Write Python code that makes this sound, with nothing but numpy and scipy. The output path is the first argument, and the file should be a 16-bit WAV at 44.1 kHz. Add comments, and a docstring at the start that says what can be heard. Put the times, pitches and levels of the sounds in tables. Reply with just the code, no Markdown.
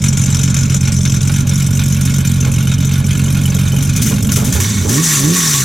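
"""An uneven, thumping idle is heard first: an air-cooled flat six on open grass, a few metres away.
Every firing sends a thump down the pipes and spits a rasp of gas; now and then a cylinder misses.
Then the throttle is blipped: the thumps fuse into a note, the intake barks and the spits run into a rush.
Pulses and shaped noise make the pipes, intake, metal and gas, mostly timed by one crankshaft;
single spits, coughs and pings come at their own listed times."""
import sys
import numpy as np
from scipy import signal
from scipy.fft import rfft, irfft, next_fast_len
from scipy.io import wavfile
from scipy.ndimage import uniform_filter1d

SR = 44100
rng = np.random.default_rng(int(sys.argv[2]) if len(sys.argv) > 2 else 0)


def transcribe(u):
    """Save the signal u as a 16-bit wav file named by the first command-line argument.

    u: samples, shape (n,) or (channels, n), limited to [-1, 1]; the rate is SR.
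    q: integer samples, one column per channel.
    """
    v = np.clip(np.atleast_2d(u).T, -1, 1)
    q = np.round(v * 32767).astype(np.int16)
    wavfile.write(sys.argv[1], SR, q)


N = 248724
TIME = np.arange(N) / SR

# blips of the throttle: (start_s, length_s, top_firings_per_s, opening_0_to_1)
BLIPS = [(4.47, .21, 109, .4), (4.865, .158, 170, 1), (5.218, .128, 182, .95)]
# stumbling as the engine picks up from idle: (time_s, unevenness with 0 for none)
STUMBLE = [(3.8, 0.2), (4.05, 1.3), (4.85, 1.4), (4.97, 0)]
# the listener walks past the tailpipes, which beam the rasp:
# (time_s, added_rasp_db, further_db above 9 kHz)
AIM = [(0, 9.5, -8.5), (1.2, 6.5, -8.5), (1.75, 4.5, 0), (2.3, 4.4, -0.5), (2.7, 1.5, -0.5), (3.7, 2, 2.5),
       (4.4, 2, 3.5), (5.1, 3.5, 6.5)]
# tone of the gas rasp: (pitch_hz, relative_level_db)
RASP_TONE = [(500, -45), (1200, -25), (3000, -19.5), (4600, -23.5), (5300, -10), (6050, -3.5), (6700, -5),
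             (7400, -6.5), (8500, -12), (11000, -13), (14000, -18), (16000, -34)]
# tone of the intake with the throttle open: (pitch_hz, relative_level_db)
BARK_TONE = [(100, -3.5), (280, -9.5), (470, 1), (620, -5.5), (850, -11), (1300, -8.5), (4000, -48.5)]


def gain_of(db):
    """Turns decibels into a gain."""
    return 10 ** (np.asarray(db) / 20)


def read(points, hz):
    """Reads a tone table at any pitch, by straight lines on a log-frequency axis."""
    f, value = np.transpose(points)
    return np.interp(np.log(hz + 1), np.log(f), value)


def follow(rows):
    """Reads each column of a time table at every sample."""
    s, *columns = np.transpose(rows)
    return [np.interp(TIME, s, column) for column in columns]


def levelled(x, size=8000):
    """Holds the average loudness (running rms, over size samples) at 1; quick beats remain."""
    power = uniform_filter1d(uniform_filter1d(x ** 2, size), size)
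    return x / np.sqrt(abs(power) + 1e-20)


def colour(x, points, size=16384):
    """Gives a sound the tone of a table; like a real body, it rings after a pulse and never before."""
    log_gain = np.log(gain_of(read(points, abs(np.fft.fftfreq(size, 1 / SR)))))
    minimum_phase = np.exp(np.conj(signal.hilbert(log_gain)))
    response = np.fft.ifft(minimum_phase).real
    return signal.oaconvolve(x, response[:size // 2])[:N]


def ring(x, hz, width):
    """One resonance, with gain 1 at its own pitch."""
    return signal.lfilter(*signal.iirpeak(hz, hz / width, fs=SR), x)


def clicks(s, heights):
    """Single-sample clicks at the given times."""
    samples = np.clip(np.round(s * SR).astype(int), 0, N)
    return np.bincount(samples, heights, N + 1)[:N]


def puffs(s, heights, rise, decay):
    """A loudness curve that jumps at each time and dies away; rise and decay in seconds."""
    t = TIME[:SR // 8]
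    shape = (1 - np.exp(-(t / rise) ** 2)) * np.exp(-t / decay)
    return signal.oaconvolve(clicks(s, heights), shape / shape.max())[:N]


def turbulence(patchy_db, grain_db):
    """Gritty gas noise: loudness jumps every 16 samples and the tone drifts in patches."""
    grain = gain_of(grain_db * rng.standard_normal(N // 16 + 1)).repeat(16)[:N]
    grit = rng.standard_normal(N) * grain
    z = signal.stft(grit, nperseg=256)[2]
    patches = uniform_filter1d(rng.standard_normal(z.shape), size=5, axis=0)  # across pitch
    patches = uniform_filter1d(patches, size=6, axis=1)  # across time
    x = signal.istft(z * gain_of(patchy_db * patches / patches.std()), nperseg=256)[1][:N]
    return x / x.std()


def panned(db):
    """Left and right gains for a left minus right level."""
    return gain_of(np.array([[.5], [-.5]]) * db)


def level(law_db, speed, drive):
    """A layer's gain from the engine speed and from what drives it."""
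    idle_rate = 46  # firings per second
    idle_db, octave_db, drive_db = law_db
    return gain_of(idle_db + octave_db * np.log2(speed / idle_rate) + drive_db * drive)


def crank_speed():
    """Firings per second: each blip pulls the speed up, then friction lets it sag."""
    # the idle hunts slowly, then stumbles as the throttle is first touched: (time_s, firings_per_s)
    idle_speed = [(0, 45.51), (.3, 45.75), (1, 44.92), (1.65, 46.52), (2.15, 46.01), (2.45, 44.46),
                  (3.05, 46.46), (3.55, 45.31), (3.8, 45.96), (3.97, 50), (4.1, 47), (4.3, 45.5),
                  (4.46, 48)]
    coast_per_s = 1.22  # rate at which the free engine loses speed, as a share of it
    speed, = follow(idle_speed)
    for start, length, top, _ in BLIPS:
        before = np.interp(start, TIME, speed)
        climb = np.interp(TIME, [start, start + length], [before, top])
        coast = np.exp(-coast_per_s * np.maximum(TIME - start - length, 0))
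        speed = np.where(TIME < start, speed, climb * coast)
    return speed


def pedal(lead=0):
    """Throttle opening: it opens, holds and shuts once a blip, shifted earlier by lead seconds."""
    travel_s = .05
    t = TIME + lead
    total = 0
    for start, length, _, opening in BLIPS:
        nearest_end = np.minimum(t - start, start + length - t)
        total = total + opening * np.clip(nearest_end / travel_s + .5, 0, 1)
    return total


def firings(speed, start_turn=0.3114):
    """A cylinder fires whenever the running count of firings passes a whole number; some misfire."""
    # firings that fail to catch: (time_s, loss_db); a layer may take only a share of the loss
    misfires = [(.11, -14), (.153, -13), (.525, -30), (.68, -12), (.791, -93), (.901, -59), (1.19, -59),
                (1.43, -35), (1.452, -26), (1.645, -11), (1.689, -6), (2.122, -12), (2.231, -47),
                (2.385, -10), (2.498, -17), (2.764, -38), (3.026, -37), (3.703, -13), (3.92, -34)]
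    # the six cylinders in firing order: (strength_db, header_delay_s, rasp_db)
    cylinders = [(0.5, 0.00648, -2.5), (1.5, 0.00663, 1), (2.5, 0.0068, -4), (1.5, 0.00621, 0.2),
                 (0.5, 0.00766, -4), (1.5, 0.0062, -1.5)]
    turns = np.floor(np.cumsum(speed) / SR + start_turn)
    s = TIME[1:][np.diff(turns) > 0]
    loss_db = np.zeros(len(s))
    for when, db in misfires:
        loss_db[np.argmin(abs(s - when))] = db
    return s, np.array(cylinders)[np.arange(len(s)) % len(cylinders)].T, loss_db


def exhaust(s, cylinder, loss_db, speed, fused, uneven_db=.9, jitter=.00024, miss_share=.22,
            churn_db=-8, stumble_db=7, fast_churn_db=-11):
    """Pulses of six unequal cylinders ring the pipes over churning gas; at speed they fuse into a drone."""
    # response of pipes and silencer: (pitch_hz, relative_level_db)
    pipe_tone = [(15, -74), (33, -57), (46, -9.5), (68, -2.5), (92, -0.5), (118, 3.5), (138, 6.5),
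                 (165, -1.5), (190, -2.5), (230, -11), (280, -18), (350, -26), (500, -57), (1200, -74.5)]
    # churning gas in the silencer: (pitch_hz, relative_level_db)
    churn_tone = [(15, -67), (36, -23.5), (72, -8), (115, 2.5), (160, -7.5), (205, 1), (255, -9),
                  (320, -23.5), (450, -28.5), (900, -47), (2000, -104)]
    strength_db, delay, _ = cylinder
    stumble, = follow(STUMBLE)
    # stumbling makes both the strength and the timing of the pulses less even
    a, b = rng.standard_normal((len(s), 2)).T * (1 + np.interp(s, TIME, stumble))
    pulse_db = strength_db + uneven_db * a + miss_share * loss_db
    pulses = clicks(s + delay + jitter * b, gain_of(pulse_db))
    drone = np.sqrt(2) * np.sin(2 * np.pi * np.cumsum(speed) / SR)
    flow = 5.3 + puffs(s, np.ones(len(s)), 0.0039, 0.0017)
    churn = colour(rng.standard_normal(N) * flow, churn_tone)
    mix_db = churn_db + fused * (fast_churn_db - churn_db) + stumble_db * stumble
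    beats = (1 - fused) * levelled(colour(pulses, pipe_tone)) + fused * drone
    return levelled(beats + gain_of(mix_db) * levelled(churn, size=2500), size=3000)


def rasp(s, cylinder, loss_db, revved, uneven_db=2.0, afterburn=0.083, between=0.11, fan=0.7):
    """Each firing spits gas, harder just after a misfire; at speed the fan's steady rush fills the gaps."""
    # tone of the rush at speed: (pitch_hz, relative_level_db)
    rush_tone = [(500, -56.5), (1200, -6), (3000, -5), (4700, -2.5), (5300, -2), (5900, 8), (6600, 3.5),
                 (7500, 2.5), (8500, -4.5), (11000, -11.5), (14000, -15), (16000, -26)]
    after_miss_db = -afterburn * np.roll(loss_db, 1)
    uneven = uneven_db * rng.standard_normal(len(s))
    heights = gain_of(cylinder[2] + loss_db + after_miss_db + uneven)
    gate = between + puffs(s, heights, rise=0.004, decay=0.0092)
    spit = colour(gate * turbulence(patchy_db=3.5, grain_db=2.5), RASP_TONE)
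    rush = colour((fan + gate) * turbulence(patchy_db=2.0, grain_db=1.5), rush_tone)
    return levelled(np.sqrt(1 - revved) * spit + np.sqrt(revved) * .5 * rush)


def aimed(x, corner_hz=9000):
    """The highest treble leaves the pipes in a narrow beam, so it changes as the listener walks."""
    _, top_db = follow(AIM)
    top = signal.sosfiltfilt(signal.butter(3, corner_hz, "high", fs=SR, output="sos"), x)
    return x + (gain_of(top_db) - 1) * top


def swirl(x, revved, radians=0.84, lean_db=-5.5, corner_hz=7200, size=160):
    """The top of the idle's rasp reaches each ear by its own wandering path, which shifts its phase."""
    top = signal.sosfiltfilt(signal.butter(4, corner_hz, "high", fs=SR, output="sos"), x)
    wander = uniform_filter1d(uniform_filter1d(rng.standard_normal((2, N)), size), size)
    phase = radians * (1 - revved) * wander / wander.std()
    turned = (signal.hilbert(top) * np.exp(1j * phase)).real
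    return x - top + turned * panned(lean_db * (1 - revved))


def bark(s, uneven_db=6.5, between=1.0):
    """Hollow chuffs of the carburettors' intake, one a firing, over steady intake noise."""
    heights = gain_of(uneven_db * rng.standard_normal(len(s)))
    gate = between + puffs(s, heights, rise=0.0031, decay=0.019)
    return levelled(colour(gate * rng.standard_normal(N), BARK_TONE))


def tinware(drive, revved):
    """Knocks and gas ring the cooling shrouds; other panels take over at speed."""
    # resonances of the shrouds: (pitch_hz, width_hz, idle_db, revved_db)
    panels = [(1112, 51, 1, 20), (1477, 80, 9.5, -29), (1650, 173, 4.5, -1), (1828, 100, -2, 19),
              (2190, 140, 5, 9.5), (2406, 240, 7.5, -38), (3080, 370, 4.5, -3), (3524, 120, 4.5, 16),
              (3700, 37, 3, 16)]
    total = 0
    for hz, width, idle_db, rev_db in panels:
        total = total + gain_of(idle_db + revved * (rev_db - idle_db)) * ring(drive, hz, width)
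    return total


def clatter(s, loss_db, revved, uneven_db=-8.5, between=1.0, miss_share=1.0):
    """Valve gear and gas knock on the tinware once a firing."""
    heights = gain_of(miss_share * loss_db + uneven_db * rng.standard_normal(len(s)))
    gate = between + puffs(s, heights, rise=0.001, decay=0.019)
    return levelled(tinware(gate * turbulence(patchy_db=1.5, grain_db=0.5), revved))


def tappets(s, loss_db, revved, tick_db=-27, uneven_db=4, low_hz=2250, high_hz=3900,
            decay=0.0058, lag=0.002032):
    """Just after each firing a rocker ticks, at its own pitch and strength; the ticks fade at speed."""
    t, ticks = TIME[:SR // 25], np.zeros(N + SR)
    for when, loss, (strength, pitch) in zip(s, loss_db, rng.standard_normal((len(s), 2))):
        hz = np.interp(pitch, [-1.5, 1.5], [low_hz, high_hz])
        at = int(abs(when + lag) * SR)
        height = gain_of(tick_db + loss + uneven_db * min(strength, 1))
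        ticks[at:at + len(t)] += height * np.sin(2 * np.pi * hz * t) * np.exp(-t / decay)
    return ticks[:N] * (1 - revved)


def spits(revved, harsh, tin_db=-13, rise=0.0019):
    """Late-burning mixture spits and shakes the tinware; the spits turn harsher as the engine picks up."""
    # sharp single spits: (time_s, burst_db, decay_s)
    bursts_table = [(0.038, -16.5, 0.011), (0.172, -17, .01), (0.344, -16, 0.0052), (.389, -25, 0.0058),
                    (0.431, -17, 0.014), (0.541, -15.5, 0.0064), (.743, -18, 0.0072), (0.875, -22, 0.0078),
                    (1.051, -16.5, 0.0068), (1.273, -21, 0.012), (2.138, -28, .008), (3.456, -28, 0.012),
                    (3.823, -18.5, 0.013), (3.961, -17, .012), (4.018, -16.5, 0.033), (4.06, -20, 0.05),
                    (4.317, -14, 0.019), (4.358, -18, 0.042), (4.444, -21.5, 0.045), (4.523, -18, 0.041),
                    (4.6, -18, 0.038), (4.635, -31, 0.012), (4.891, -20, 0.066)]
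    # a harsh spit, brighter than the idle's rasp: (pitch_hz, relative_level_db)
    harsh_tone = [(500, -53), (1300, -5.5), (4700, -4), (6100, 6), (8000, -3.5), (13000, -8), (16000, -17)]
    gas = turbulence(patchy_db=2.0, grain_db=3.5)
    bursts = sum(puffs(np.array([s]), [gain_of(db)], rise, decay) for s, db, decay in bursts_table)
    soft_hiss = levelled(colour(gas, RASP_TONE))
    harsh_hiss = levelled(colour(gas, harsh_tone))
    hiss = levelled((1 - harsh) * soft_hiss + harsh * harsh_hiss)
    return bursts * (hiss + gain_of(tin_db) * levelled(tinware(gas, revved)))


def coughs(trim_db=-8):
    """Single hollow puffs back through the carburettors."""
    # the puffs: (time_s, level_db before the trim)
    s, db = np.transpose([(2.461, -18), (3.268, -19.5), (3.362, -22.5), (3.548, -21.5), (3.731, -20.5),
                          (4.111, -16.5), (4.369, -15.5), (4.42, -18.5), (4.55, -18)])
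    envelope = puffs(s, gain_of(db + trim_db), rise=0.0016, decay=0.033)
    return envelope * levelled(colour(rng.standard_normal(N), BARK_TONE))


def pings(trim_db=-7, decay=0.0081):
    """A loose tappet rings briefly, as a sine that dies away."""
    # the loudest tappet pings: (time_s, level_db before the trim, pitch_hz)
    ping_table = [(2.673, -15, 3010), (2.7187, -11, 3730), (3.109, -12, 3250), (3.455, -8, 3000),
                  (3.719, -11.5, 3030), (3.7653, -15, 3060)]
    t = TIME[:SR // 16]
    total = 0
    for s, db, hz in ping_table:
        tone = np.sin(2 * np.pi * hz * t) * np.exp(-t / decay)
        total = total + signal.oaconvolve(clicks(np.array([s]), [gain_of(db + trim_db)]), tone)[:N]
    return total


def rev_note(speed, throttle, load, growl_shut_db=-31, growl_open_db=-23):
    """Under load pulses steepen: overtones sing over a growl; two unequal banks add half orders."""
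    # gas in the pipes at speed: (pitch_hz, relative_level_db)
    growl_tone = [(20, -25), (60, 3.5), (120, -8), (200, 1.5), (300, 2), (420, -3.5), (520, -17),
                  (750, -30.5)]
    # engine orders when revved: (multiple of the firing rate, shut_throttle_db, open_throttle_db)
    overtones = [(1.5, -28.5, -24), (2, -35, -17), (2.5, -39, -30), (3, -48, -32)]
    turns = np.cumsum(speed) / SR
    gusts = (.3 + np.exp(-(turns % 1) / 0.67)) * rng.standard_normal(N)
    growl_db = growl_shut_db + throttle * (growl_open_db - growl_shut_db)
    note = gain_of(growl_db) * levelled(colour(gusts, growl_tone))
    for multiple, shut_db, open_db in overtones:
        slow_noise = uniform_filter1d(uniform_filter1d(rng.standard_normal(N), size=600), size=600)
        tone_db = shut_db + load * (open_db - shut_db) + 2 * levelled(slow_noise)
        note += gain_of(tone_db) * np.sin(2 * np.pi * (multiple * turns + rng.random()))
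    return note


def field(x, decay=0.0032):
    """Weak reflections off parked cars differ at each ear; the camera body shades each side."""
    # reflections off the cars: (pitch_hz, level_db)
    scatter_tone = [(150, -35), (300, -15.5), (550, -5), (1100, -4), (3000, -27), (6000, -11),
                    (9000, -12.5), (14000, -28.5)]
    # balance of the two sides: (pitch_hz, left_minus_right_db)
    side_balance = [(60, -9.5), (92, -2), (140, -0.8), (210, -2.0), (330, -8.5), (500, -6.5), (770, -13),
                    (1170, -3), (1790, -6), (2740, -0.5), (4190, 1.5), (6410, 6.5), (9810, 1), (15000, 0.5)]
    t = TIME[:SR // 12]
    sparse = rng.standard_normal((2, len(t))) * (rng.random((2, len(t))) < .05)
    taps = sparse * np.exp(-t / decay) * (t > .003)
    middle = x.mean(0)
    echoes = np.array([colour(signal.oaconvolve(middle, h / np.linalg.norm(h))[:N], scatter_tone)
                       for h in taps])
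    size = next_fast_len(N + SR // 4)
    sides = panned(read(side_balance, np.fft.rfftfreq(size, 1 / SR)))
    return irfft(rfft(x + echoes, size) * sides / sides.mean(0), size)[:, :N]


def scene():
    """Mixes pipes, intake, metal and gas; one crank speed sets the firings and the layers' levels."""
    # level of each layer: (idle_db, db_per_octave of speed, db_added by its drive)
    boom_law = (-11.5, -4, 8)  # driven by load at the pipes' resonance
    bark_law = (-39.5, -4.5, 15)  # driven by the open throttle
    clatter_law = (-30.5, 3, -6)  # falls back while the pipes boom
    # (from, to) in firings per second: the spits merge into a rush
    revved_rates = (46.5, 70)
    # (from, to) in firings per second: that rush swells and other panels ring
    racing_rates = (81, 140)
    pipe_hz, pipe_width_hz = 169, 34  # the pipes boom when a loaded engine fires near this rate
    pickup_s = 0.035  # how long the engine takes to answer the throttle
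    idle_rasp_db, racing_rasp_db, booming_rasp_db = -30, 11.5, -6.5  # the last two are added
    rev_lean_db = -3.5  # left minus right: the racing engine's metal and gas come from further right

    speed, throttle, load = crank_speed(), pedal(pickup_s), pedal()
    stumble, = follow(STUMBLE)
    booming = load * np.exp(-((speed - pipe_hz) / pipe_width_hz) ** 2)
    revved = np.interp(speed, revved_rates, [0, 1])
    racing = np.interp(speed, racing_rates, [0, 1])
    fused = np.interp(speed, [60, 73], [0, 1])  # single beats run together into a note
    s, cylinder, loss_db = firings(speed)

    # stumbling weakens the boom of single beats and lifts that of the fused note
    boom = level(boom_law, speed, booming) * gain_of(-1.5 * stumble * (0.5 - fused))
    pipes = boom * exhaust(s, cylinder, loss_db, speed, fused)
    pipes = pipes + fused * rev_note(speed, throttle, load)

    intake = level(bark_law, speed, throttle) * bark(s) + coughs()

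    # stumbling softens the knocks a little
    knock_gain = level(clatter_law, speed, booming) * gain_of(-1 * stumble)
    knocks = knock_gain * clatter(s, loss_db, racing)
    metal = knocks + tappets(s, loss_db, revved) + pings()

    rasp_db = idle_rasp_db + follow(AIM)[0] + racing_rasp_db * racing + booming_rasp_db * booming
    steady_gas = swirl(aimed(gain_of(rasp_db) * rasp(s, cylinder, loss_db, revved)), revved)
    gas = steady_gas + aimed(spits(revved, harsh=np.clip(stumble + revved, 0, 1)))
    return field(pipes + intake + (metal + gas) * panned(rev_lean_db * revved))


def record(dry):
    """The recorder's band limit: a steep filter removes the highest treble."""
    edge_hz = 16100
    lowpass = signal.firwin(511, edge_hz, window=("kaiser", 9), fs=SR)
    return signal.oaconvolve(dry, lowpass[None], "same")


dry = scene()
out = record(dry)
transcribe(out)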